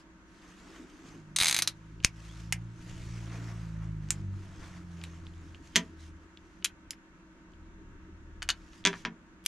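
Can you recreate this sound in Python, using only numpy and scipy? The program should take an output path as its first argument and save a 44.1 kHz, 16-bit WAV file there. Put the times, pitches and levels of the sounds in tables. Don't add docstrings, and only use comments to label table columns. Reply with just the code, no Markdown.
import sys
import numpy as np
from scipy import signal
from scipy.fft import rfft, irfft, next_fast_len
from scipy.io import wavfile
from scipy.ndimage import uniform_filter1d, map_coordinates

SR = 44100
rng = np.random.default_rng(int(sys.argv[2]) if len(sys.argv) > 2 else 0)


def makeup_ratio(level_db):
    decades = np.asarray(level_db, float) / 20
    return 10 ** decades


def generate_wav(sig):
    pcm = np.round(np.clip(np.atleast_2d(sig).T, -1, 1) * 32767).astype(np.int16)
    wavfile.write(sys.argv[1], SR, pcm)


N = 417627
SPAN = 8192

# centre_hz, width_hz, level_db
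CYLINDER_MODES = [(800, 200, -13.5), (2250, 500, -7), (3430, 60, -8), (3800, 300, -4), (4120, 250, -6),
                  (4900, 350, -7), (6360, 190, 0), (7250, 200, -9), (7800, 300, -7), (9150, 400, -1),
                  (11200, 900, -6), (15000, 2000, -7)]
# centre_hz, width_hz, level_db
FIRST_TOOTH_MODES = [(2070, 250, -11), (3780, 230, -3), (4200, 200, -8), (5290, 220, -9), (6300, 200, 1),
                     (6890, 130, -4), (7950, 150, -5), (8820, 200, 4), (11000, 600, -5)]
# centre_hz, width_hz, level_db
LAST_TOOTH_MODES = [(2400, 250, -12), (3430, 80, -17), (3870, 150, -5), (4150, 150, -4), (4800, 150, -10),
                    (5640, 130, -5), (6320, 130, 0), (7540, 150, -10), (9060, 200, -2), (9850, 200, -8),
                    (11400, 900, -8)]
# centre_hz, width_hz, level_db
FRAME_MODES = [(720, 130, -3), (1550, 250, 5), (2510, 130, -3), (2965, 150, 6.5), (3650, 250, -0.5),
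               (4480, 220, 4.5), (6400, 300, 1), (7126, 200, -1.5), (8740, 500, -1)]
# centre_hz, width_hz, level_db
SIDE_ON_MODES = [(970, 100, 0), (1680, 300, 6), (2370, 250, 2), (3210, 300, 3), (4960, 250, 2),
                 (5820, 400, 2), (6890, 360, 2)]


def unit(x):
    return x / np.sqrt(np.mean(x ** 2) + 1e-20)


def short_peak(x):
    return np.sqrt(uniform_filter1d(x ** 2, size=130).max())


def along(points, hz):
    f, v = np.transpose(points)
    return np.interp(np.log(hz + 1), np.log(f + 1), v)


def curves(rows):
    s, *cols = np.transpose(rows)
    return [np.interp(np.arange(N) / SR, s, c, left=-120, right=-120) for c in cols]


def wobble(rate):
    knots = rng.standard_normal(int(N * rate / SR) + 4)
    return map_coordinates(knots, [np.arange(N) * rate / SR])


def filtered(x, response):
    m = next_fast_len(N + SPAN)
    return irfft(rfft(x, m) * response(np.fft.rfftfreq(m, 1 / SR)), m)[..., :N]


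def echo():
    # pitch_hz, likeness
    walls = [(300, 1), (2500, .85), (9000, 0.68)]
    # pitch_hz, t60_s
    decay = [(200, 0.33), (1300, 0.15), (3500, 0.099), (8000, 0.075), (12000, .08)]
    hz, t, z = signal.stft(rng.standard_normal((2, SPAN)), SR, nperseg=256)
    turn = np.arccos(np.clip(along(walls, hz), -1, 1))[:, None] / 2
    fade = makeup_ratio(-60 * t / along(decay, hz)[:, None])
    mid, side = z * fade * [np.cos(turn), np.sin(turn)]
    tail = signal.istft(np.array([mid + side, mid - side]), SR, nperseg=256)[1]
    delayed = np.pad(tail, ((0, 0), (200, 0)))[:, :SPAN]
    return delayed / np.linalg.norm(tail[0])


def add(out, s, sound, pan_db, room_db):
    wet = signal.fftconvolve(sound[None], echo(), axes=1)[:, :SPAN]
    lead = .35 * rng.standard_normal() * np.gradient(sound) * [[1], [-1]]
    both = (sound + lead) * makeup_ratio([[pan_db / 2], [-pan_db / 2]]) + makeup_ratio(room_db) * wet
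    out[:, round(s * SR):][:, :SPAN] += both


def click(db, middle_db, hard_db, bright_db, dull_db, t60, modes, ring_db, scatter_db, chatter, blow, detune=0):
    t, f = np.arange(SPAN) / SR - .0009, np.fft.rfftfreq(SPAN, 1 / SR)
    grind = .5 * np.exp(-np.abs(t / chatter) ** 4)
    rattle = 0.43 * makeup_ratio(-60 * t / np.clip(t60, .002, .1))
    force = (t > 0) * (grind + rattle) * rng.standard_normal(SPAN)
    blow_and_rebound = np.searchsorted(t, [0, chatter * rng.uniform(.6, .9)])
    force[blow_and_rebound] += blow * np.array([-7.5, 3.5])
    force = rfft(force)
    evenness = np.sqrt(uniform_filter1d(np.abs(force) ** 2, size=44))
    ring = 0
    for centre, width, mode_db in modes:
        level_db = ring_db + mode_db + rng.normal(0, scatter_db)
        centre = centre * (1 + detune * rng.standard_normal())
        ring = ring + makeup_ratio(2 * level_db) / (1 + (2 * (f - centre) / width) ** 2)
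    colour = makeup_ratio(along([(250, dull_db - 18.5), (1200, dull_db), (2400, -0.54), (3900, middle_db - 2.5),
                        (6400, hard_db - 2), (10000, bright_db - 1.0), (15000, bright_db - 12.5)], f))
    cepstrum = irfft(np.log(colour * np.sqrt(1 + ring) / evenness))
    cepstrum[1:SPAN // 2] *= 2
    cepstrum[SPAN // 2 + 1:] = 0
    sound = irfft(force * np.exp(rfft(cepstrum)))
    band = irfft(rfft(sound) * (f > 1800) * (f < 3100))
    return makeup_ratio(db - 7.0) * sound / short_peak(band)


def ratchet(out):
    # start_s, peak_db, middle_db, hard_db, bright_db
    teeth = [(1.3612, -13.5, 3.5, -1, -6), (1.3857, -11.5, 2, -1.5, -9.5), (1.4005, -11.5, 3, -3, -7.5),
             (1.4117, -9.5, 2.5, -5.5, -8), (1.4222, -11.5, 0.5, -2, -7), (1.4327, -10.5, -1, -2, -8.5),
             (1.4441, -12, 1.5, -1.5, -9), (1.4561, -11.5, 0.5, -1, -10), (1.4681, -12, 2, 0, -9.5),
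             (1.4812, -12.5, 3.5, -3.5, -9.5), (1.4954, -12.5, 2.5, -1, -9.5), (1.51, -12.5, 1, -2, -8.5),
             (1.5259, -12.5, 1, -1.5, -8.5), (1.5439, -12, 0.5, -1.5, -9), (1.5638, -13, 1, -1.5, -7.5),
             (1.5883, -11.5, 2, -3, -7.5), (1.6207, -11, 3, 0, -6), (1.6736, -11.5, 6, 3.5, -6)]
    parts = [FIRST_TOOTH_MODES] + [CYLINDER_MODES] * (len(teeth) - 3) + [LAST_TOOTH_MODES] * 2
    for (s, db, *colour), part in zip(teeth, parts):
        detune = .012 * (part is CYLINDER_MODES)
        tooth = click(db, *colour, dull_db=-2, t60=.035, modes=part, ring_db=16, scatter_db=2.5,
                      chatter=.0028, blow=.45, detune=detune)
        add(out, s, makeup_ratio(db - 9.7) * tooth / short_peak(tooth), pan_db=-0.2, room_db=-11.0)


def loose_cylinder(out):
    # start_s, peak_db
    knocks = [(1.3635, -14.5), (1.372, -27.5), (1.407, -17.5), (1.477, -18.5), (1.4825, -12), (1.4875, -16),
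              (1.553, -24), (1.571, -21), (1.5795, -22.5), (1.598, -26.5), (1.6233, -17.5), (1.676, -17)]
    parts = [FIRST_TOOTH_MODES] * 2 + [CYLINDER_MODES] * (len(knocks) - 4) + [LAST_TOOTH_MODES] * 2
    for (s, db), part in zip(knocks, parts):
        knock = click(db, middle_db=3, hard_db=-3, bright_db=-7, dull_db=-4, t60=.03, modes=part,
                      ring_db=14, scatter_db=2.5, chatter=.0029, blow=.28)
        add(out, s, makeup_ratio(db) * knock / np.abs(knock).max(), pan_db=0.5, room_db=-10.0)


def loading_gate(out):
    # start_s, peak_db, middle_db, hard_db, bright_db, dull_db
    snap = (2.0463, -8.5, -4, -1, -11.5, -8)
    # centre_hz, width_hz, level_db
    open_modes = [(2480, 500, 1), (3770, 200, -2), (4370, 150, 2), (4980, 310, 3), (5400, 200, 1),
                  (6300, 250, 6), (6870, 250, 3), (8130, 250, 0), (8900, 300, 2), (10900, 600, 3)]
    # start_s, peak_db, middle_db, hard_db, bright_db
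    shutting = [
        (2.5237, -20, -8, -4, -10),
        (2.526, -24, -3.5, -1, -9),
    ]
    # centre_hz, width_hz, level_db
    shut_modes = [(745, 118, 8.5), (2100, 300, 6), (2880, 200, 3), (4550, 150, 1), (5510, 200, 4),
                  (6590, 200, 1), (6950, 200, 3), (8200, 300, 4), (8800, 180, 2), (10500, 500, -1)]
    sound = click(*snap[1:], t60=.013, modes=open_modes, ring_db=5, scatter_db=.6, chatter=.0023, blow=1)
    add(out, snap[0], sound, pan_db=0.6, room_db=-16.5)
    for s, *levels in shutting:
        sound = click(*levels, dull_db=-11.5, t60=.035, modes=shut_modes, ring_db=5, scatter_db=.6,
                      chatter=.0022, blow=.7)
        add(out, s, sound, pan_db=0.0, room_db=-12.5)


def ejector_rod(out):
    # start_s, peak_db, middle_db, hard_db, bright_db
    contacts = [
        (4.1049, -25, -5, 7, -6.5),
        (4.107, -35, -5, -5, -12),
        (5.0377, -36, -3, -12, -16),
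    ]
    # centre_hz, width_hz, level_db
    modes = [(2510, 290, -6), (3893, 200, 0), (6600, 200, -13), (7080, 150, 3.5), (7400, 150, 4),
             (7930, 150, 3), (8860, 300, 4)]
    for s, *levels in contacts:
        sound = click(*levels, dull_db=-8, t60=.02, modes=modes, ring_db=7, scatter_db=.5,
                      chatter=.0015, blow=.68)
        add(out, s, sound, pan_db=-1.0, room_db=-10)


def cylinder_stop(out):
    # start_s, peak_db, middle_db, hard_db, bright_db
    contacts = [
        (6.6436, -25, 0, 3, -4),
        (6.647, -22, -1, -1, -8),
        (6.6576, -28.5, 0, -14, -30),
    ]
    # centre_hz, width_hz, level_db
    modes = [(1500, 200, -1), (2500, 170, 0), (3190, 260, 4), (3970, 180, 0), (4900, 250, -3),
             (5680, 150, 0), (6670, 220, 3), (7170, 150, 3), (9090, 150, 5), (11200, 400, 5)]
    for s, *levels in contacts:
        sound = click(*levels, dull_db=-11, t60=.04, modes=modes, ring_db=6, scatter_db=.9,
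                      chatter=.0028, blow=.45)
        add(out, s, sound, pan_db=1.2, room_db=-13)


def action(out):
    # start_s, peak_db, middle_db, hard_db, bright_db
    contacts = [
        (8.4202, -34, -3, -7, -28),
        (8.4206, -34, -3, -9.5, -33),
        (8.4262, -30.5, -8, -3.5, -14),
        (8.4888, -19, -5, -2, -14.5),
        (8.4966, -27, -1, -14, -30),
        (8.5012, -24, 7, 2, -12),
        (8.509, -39, 3, 0, -17),
    ]
    # start_s, peak_db, middle_db, hard_db
    faint = [(2.027, -52, -4, -3), (2.0355, -42.5, -7, -5), (2.0385, -44.5, -6, -4), (5.747, -54, -1, -14),
             (5.752, -45, 0, -8), (2.043, -39, -3.5, 3), (4.087, -53, -3, 1), (5.6729, -61, 3.5, 8),
             (6.624, -46.5, -3.5, -21.5), (6.934, -52, 0, -14.5), (8.478, -56, 0, -8),
             (8.7311, -53.5, -1.5, -8)]
    for s, *levels in contacts:
        sound = click(*levels, dull_db=-5, t60=.037, modes=FRAME_MODES, ring_db=5, scatter_db=1.2,
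                      chatter=.002186, blow=.5)
        add(out, s, sound, pan_db=2.0, room_db=-13)
    for s, db, middle_db, hard_db in faint:
        tick = click(db + 1.5, middle_db, hard_db, bright_db=hard_db - 20.5, dull_db=-14, t60=.01,
                     modes=FRAME_MODES, ring_db=.5, scatter_db=3, chatter=.0018, blow=.35)
        add(out, s, tick, pan_db=.4, room_db=-14.5)


def table_thump(scatter_db):
    # pitch_hz, level_db, t60_s
    modes = [(174.6, -1.5, 0.38), (225.6, 1.5, 0.15), (257.7, -2.5, 0.13), (390.4, -4, 0.13),
             (433.7, -4.5, 0.095), (652, -7, 0.15), (730, -10.5, 0.07), (981, -1.5, 0.095),
             (1130, -18, 0.31)]
    t, wood = np.arange(SPAN) / SR, 0
    for hz, db, t60 in modes:
        level = makeup_ratio(db + rng.normal(0, scatter_db) - 60 * t / t60)
        wood = wood + level * np.sin(2 * np.pi * hz * t)
    return wood * (1 - np.exp(-t / 0.0037))


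def drops(out):
    # start_s, peak_db, hard_db, dull_db, thump_db
    falls = [
        ((-.5, -17), [(5.7573, -7.5, -10, -17.5, -20), (5.762, -6, -5.5, -18, -24.5), (5.7706, -19, -6.5, -7.5, -24), (8.8803, -24, -13, -9, -18.5)]),
        ((-4, -41), [(8.9295, -25, -24, -4, -22), (8.938, -29.5, -26, 2, -25), (9.0498, -15.5, -19, -7, -19.5), (9.058, -24.5, -17, -2, -11)]),
    ]
    # centre_hz, width_hz, level_db
    brass_modes = [(1183, 202, 1.5), (1900, 230, 7), (2450, 330, -11), (3230, 310, 6.5), (4240, 152, -10.5),
                   (6280, 400, 5.5), (7300, 850, -1)]
    for ((middle_db, bright_db), bounces), part in zip(falls, [brass_modes, SIDE_ON_MODES]):
        for s, db, hard_db, dull_db, thump_db in bounces:
            thump = makeup_ratio(db + thump_db - 4.0) * table_thump(scatter_db=0.93)
            brass = click(db - 6.5, middle_db, hard_db + 3.5, bright_db + 2.5, dull_db + 6.0, t60=.033,
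                          modes=part, ring_db=4, scatter_db=1.2, chatter=.002, blow=.7)
            add(out, s, brass + thump, pan_db=0.0, room_db=-8.0)


def cartridge(out):
    # start_s, peak_db
    landings = [
        (8.8503, -8),
        (8.86058, -12),
        (8.87085, -12.5),
    ]
    # centre_hz, width_hz, level_db
    case_modes = [(980, 150, 0), (1880, 350, 3), (2920, 150, -2), (3400, 280, 9), (4960, 400, -5),
                  (6260, 400, 8), (7300, 500, 1), (8500, 700, 5)]
    rock_delay_s, rock_db = .0045, -4
    edge = click(-6.5, middle_db=-2, hard_db=-4, bright_db=-26, dull_db=-9, t60=.03, modes=case_modes,
                 ring_db=5, scatter_db=.5, chatter=.0022, blow=.5)
    rock = click(rock_db - 6.5, middle_db=-12, hard_db=-18, bright_db=-40, dull_db=-4, t60=.02,
                 modes=SIDE_ON_MODES, ring_db=4, scatter_db=.5, chatter=.0015, blow=.6)
    contact = edge + np.roll(rock, round(rock_delay_s * SR)) + makeup_ratio(-22) * table_thump(scatter_db=0)
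    start, bounces = landings[0][0], 0
    for s, db in landings:
        later = np.pad(contact, (round((s - start) * SR), 0))[:SPAN]
        bounces = bounces + makeup_ratio(db) * later
    add(out, start, bounces, pan_db=0.0, room_db=-9.0)


def small_parts(out):
    # start_s, peak_db, middle_db, hard_db, bright_db
    pawl = (6.9067, -36, 0, 3, -5)
    # centre_hz, width_hz, level_db
    pawl_modes = [(2130, 390, -4), (3060, 260, 0), (3970, 190, -2), (5230, 420, 4), (7140, 360, 4),
                  (8520, 690, -6), (10800, 360, 6), (13200, 370, 4)]
    # start_s, peak_db, middle_db, hard_db, bright_db
    latch = [
        (9.4395, -62, 0, -3, -3),
        (9.45, -55, 0, -3, -3),
        (9.4605, -24, -1, -3, -5),
    ]
    # centre_hz, width_hz, level_db
    latch_modes = [(2420, 250, -3), (3290, 270, 6), (4810, 350, 0), (5660, 260, 0), (6340, 480, -2),
                   (8050, 320, -1), (8990, 230, 1), (11400, 270, 6), (12600, 260, 4)]
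    # start_s, peak_db, pitch_hz
    ticks = [(2.002, -48, 2900), (5.0135, -45, 4900), (5.015, -44, 3050), (5.0505, -45, 2900),
             (5.0525, -50, 8800), (5.2668, -43, 3500), (5.3374, -53, 3300), (5.379, -55, 7400),
             (5.5458, -44, 2900), (6.3722, -42, 3500), (6.9315, -43, 1800), (7.520, -58, 7200),
             (7.535, -56, 3100), (8.840, -41, 3400)]
    sound = click(*pawl[1:], dull_db=-13, t60=.03, modes=pawl_modes, ring_db=12, scatter_db=.5,
                  chatter=.0018, blow=.9)
    add(out, pawl[0], sound, pan_db=1.0, room_db=-12)
    for s, *levels in latch:
        sound = click(*levels, dull_db=-12, t60=.04, modes=latch_modes, ring_db=6, scatter_db=.5,
                      chatter=.0042, blow=.3)
        add(out, s, sound, pan_db=.6, room_db=-13)
    for s, db, hz in ticks:
        tick = click(db, middle_db=-1.5, hard_db=-8, bright_db=-24, dull_db=-12, t60=.008,
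                     modes=[(hz, .2 * hz, 0)], ring_db=19, scatter_db=0, chatter=.0014, blow=.6)
        add(out, s, makeup_ratio(db + 3.5) * tick / np.abs(tick).max(), pan_db=.3, room_db=-15)


def jolts(out):
    # start_s, level_db, rise_s
    shoves = [
        (1.413, -25.5, .0016),
        (2.047, -15.5, 0.0017),
    ]
    t = np.arange(SPAN) / SR
    for s, db, rise in shoves:
        pulse = np.e * t / rise * np.exp(-t / rise) * (1 - t / (2 * rise))
        add(out, s, -makeup_ratio(db) * pulse, pan_db=2.0, room_db=-30.5)


def handling():
    out = np.zeros((2, N + SPAN))
    for source in (ratchet, loose_cylinder, loading_gate, ejector_rod, cylinder_stop, action, drops,
                   cartridge, small_parts, jolts):
        source(out)
    return out[:, :N]


def rush(spectrum, alike, patchy_db, grain_db=0):
    grainy = rng.standard_normal((2, N)) * makeup_ratio(grain_db * wobble(300))
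    z = signal.stft(grainy, nperseg=512)[2]
    field = uniform_filter1d(rng.standard_normal(z.shape[1:]), size=6, axis=0)
    field = uniform_filter1d(field, size=10, axis=1)
    pair = signal.istft(z * makeup_ratio(patchy_db * unit(field)), nperseg=512)[1][:, :N]

    def mid_side(hz):
        turn = np.arccos(np.clip(along(alike, hz), -1, 1)) / 2
        return makeup_ratio(along(spectrum, hz)) * [np.cos(turn), np.sin(turn)]

    mid, side = filtered(pair, mid_side)
    return unit(np.array([mid + side, mid - side]))


def swells(rows, rest_db):
    peak_at, rounded = 0.47, 0.97
    s, length, *levels = np.transpose(rows)
    u = np.clip((np.arange(0, N + 64, 64) / SR - s[:, None]) / length[:, None], 0, 1)
    shape = np.abs(np.sin(np.pi * u ** (np.log(.5) / np.log(peak_at)))) ** (2 * rounded)
    power = makeup_ratio(2 * np.array(levels)) @ shape + makeup_ratio(2 * np.array(rest_db))[:, None]
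    return [np.interp(np.arange(N) / 64, np.arange(len(p)), np.sqrt(p)) for p in power]


def sleeves():
    # start_s, length_s, swish_db, rub_db
    movements = [(-.1, 0.14, -60, -70), (-.6, 6.4, -73.5, -83.5), (.24, 0.56, -64, -64),
                 (.56, 0.4, -62, -59.5), (.86, 0.4, -62.5, -60), (1.03, 0.097, -65, -75),
                 (1.72, 0.17, -75, -80), (2.12, 0.44, -58.5, -62.5), (2.68, 0.77, -58, -59.5),
                 (3.1, 0.69, -58.5, -54.5), (3.68, 0.28, -67.5, -59.5), (3.95, 0.39, -66, -63),
                 (4.28, .4, -65, -62.5), (4.5, 0.37, -60, -57), (3.8, 3.05, -73, -75.5),
                 (4.82, 0.51, -63.5, -61.5), (5.25, 0.38, -68.5, -67), (5.58, 0.36, -63, -71),
                 (5.96, 0.16, -63, -78), (6.38, .35, -74, -77.5), (8.5, 0.31, -68, -72),
                 (8.7, 0.14, -62.5, -71), (8.88, 0.19, -59.5, -72)]
    # pitch_hz, density_db
    swish_spectrum = [(1060, -31.5), (1800, -4.5), (2230, -6), (2710, -4), (4040, -8), (6460, -6.5),
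                      (12800, -28), (13600, -34.5), (15000, -54)]
    # pitch_hz, density_db
    rub_spectrum = [(260, -35), (450, -3), (631, -5), (667, 1), (724, -5.5), (1280, -0.5), (2130, -6),
                    (4000, -22.5), (5200, -52.5), (8800, -120)]
    swishing, rubbing = swells(movements, rest_db=(-88, -77.5))
    flutter = 1.2 * wobble(30)
    swish = rush(swish_spectrum, [(2000, .9), (8000, .6)], patchy_db=1.8, grain_db=1.5)
    rub = rush(rub_spectrum, [(500, .95), (3000, .8)], patchy_db=1.2, grain_db=2)
    return makeup_ratio(flutter) * (swishing * swish + rubbing * rub)


def squeaks():
    # start_s, length_s, from_hz, to_hz, level_db
    whistles = [
        (1.069, .1, 4300, 6600, -71),
        (2.275, .065, 2900, 3550, -61),
        (5.985, .05, 3600, 4200, -71),
    ]
    out, rough = np.zeros(N), wobble(260)
    for s, length, from_hz, to_hz, db in whistles:
        u = np.linspace(0, 1, round(length * SR))
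        phase = 2 * np.pi * np.cumsum(from_hz + (to_hz - from_hz) * np.sqrt(u)) / SR
        out[round(s * SR):][:len(u)] = 2 * makeup_ratio(db) * np.sin(np.pi * u) * np.sin(phase)
    return out * (.5 + 0.96 * rough)


def engine(rows, orders_db, unsteady_db):
    # centre_hz, width_hz, level_db
    wall_modes = [(54, 8, 1), (82, 13, 2.5), (96.3, 4.9, 5), (106, 6, 1.5), (113.4, 5.1, 5), (160, 25, 1.5),
                  (174, 16, -1.5), (194, 12, -4)]
    hz, loud_db, tilt_db = curves(rows)
    hz, orders = np.abs(hz), 0
    phase = 2 * np.pi * np.cumsum(hz) / SR
    for k, db in orders_db:
        wall = makeup_ratio(2 * -16)
        for centre, width, mode_db in wall_modes:
            wall = wall + makeup_ratio(2 * mode_db) / (1 + (2 * (k * hz - centre) / width) ** 2) ** 2
        tilt = (k - 2) * np.clip(tilt_db, -9, 9)
        level = makeup_ratio(loud_db + db + tilt + unsteady_db * wobble(20))
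        orders = orders + np.sqrt(2 * wall) * level * np.sin(k * phase + 0.39 * wobble(15))
    return orders + .12 * np.roll(orders, 90) * [[1], [-1]]


def outside():
    # start_s, firing_hz, loudness_db, tilt_db per order
    passing = [(1.05, 53.9, -66.5, 9), (1.33, 51, -56, 5), (1.75, 53.3, -60.5, 4.5),
               (1.95, 54, -53.5, -1.5), (2.3, 54.4, -51, -1.5), (2.55, 56.04, -43, -0.5),
               (2.8, 57.4, -56.5, 3.5), (3.09, 57.87, -42.5, -4), (3.45, 56.95, -45.5, 0),
               (3.86, 53.4, -41, 1), (4.29, 48.3, -41, 0), (4.45, 47.4, -50.5, 1), (5.0, 42.2, -48.5, 2),
               (5.55, 40.95, -53.5, -4.5), (5.75, 40.7, -66.5, -1.5), (6.1, 39.73, -48, -7),
               (6.3, 39, -66, -8.5), (6.9, 38.4, -65, -9)]
    # order, level_db
    passing_orders = [(1, -2), (1.5, -17), (2, 0), (2.5, -22), (3, -2), (3.5, -17), (4, -3)]
    # start_s, firing_hz, loudness_db, tilt_db per order
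    idling = [
        (7.4, 40.55, -75, 0.00098),
        (7.6, 39.67, -53, 0),
        (8.0, 39.3, -55, 0.00085),
        (8.45, 40.03, -48, 0.0027),
        (8.62, 37.1, -52, 0),
        (8.78, 36.9, -68, 0),
    ]
    # order, level_db
    idling_orders = [(1, 11.5), (1.6, -2), (2, -5.5), (3, -21)]
    both = engine(passing, passing_orders, unsteady_db=1) + engine(idling, idling_orders, unsteady_db=2)
    return both * makeup_ratio([[-.3], [.3]])


def room_tone():
    # pitch_hz, density_db
    air_spectrum = [(15, -31.5), (25, -6), (57, -1), (112, -19), (181, -2.5), (243, -13.5), (326, -14),
                    (427, -29.5), (529, -19), (833, -26.5), (903, -20), (1000, -19), (1630, -17.5),
                    (2370, -26), (5000, -37.5), (6600, -33), (10000, -50), (15000, -53)]
    # pitch_hz, level_db
    lines = [(183.0, -70), (323.0, -62.5), (925.9, -76), (1297, -80.5), (1518, -78.5), (1669, -83.5),
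             (2223, -88), (2708, -85.5)]
    # start_s, length_s, deep_db, boom_db
    low_swells = [(.4, 1, -80, -53.5), (1.3, 0.47, -67, -56.5), (1.8, 0.42, -60.5, -71.5),
                  (2.72, 0.58, -48.5, -61), (3.1, 0.57, -60, -54.5), (3.8, .8, -55, -55.5),
                  (4.35, .55, -51.5, -61), (4.95, 0.87, -54.5, -60), (5.6, .45, -63.5, -58),
                  (6.35, 0.52, -69, -63.5), (7.45, 1, -56, -59.5), (8.1, 0.51, -55.5, -66),
                  (8.72, 0.49, -56.5, -60)]
    # pitch_hz, likeness
    alike = [(60, 0.9), (180, 0.89), (550, 0.98), (1650, -0.06), (4970, -0.29), (15000, -0.74)]
    t, hum = np.arange(N) / SR, 0
    for hz, db in lines:
        level = np.sqrt(2) * makeup_ratio(db + wobble(4.0))
        hum = hum + level * np.sin(2 * np.pi * hz * t + 0.85 * wobble(5))
    deep, boom = swells(low_swells, rest_db=(-69.5, -65))
    deep_spectrum = [(5, -15.5), (20, 1.5), (45, -4.5), (110, -4.5), (200, -13.5), (260, -120)]
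    boom_spectrum = [(150, -120), (200, -14.0), (280, 0.0), (350, -2.0), (420, -11.0), (520, -29.5),
                     (600, -120)]
    deep = deep * rush(deep_spectrum, alike, patchy_db=-1.5)
    boom = boom * rush(boom_spectrum, alike, patchy_db=3.0)
    return makeup_ratio(-58) * rush(air_spectrum, alike, patchy_db=1.0) + hum + deep + boom


def scene():
    return handling() + sleeves() + squeaks() + outside() + room_tone()


def low_pass(x):
    return signal.sosfilt(signal.butter(12, 16520, fs=SR, output="sos"), x)


def record(dry):
    # pitch_hz, level_db
    response = [(10000, 0), (13000, -0.5), (15700, -16.5), (16350, -25), (16700, -80)]
    rounded = dry / (1 + np.abs(dry / .95) ** 6) ** (1 / 6)
    mix = filtered(rounded, lambda hz: makeup_ratio(along(response, hz)))
    return low_pass(mix)


dry = scene()
out = record(dry)
generate_wav(out)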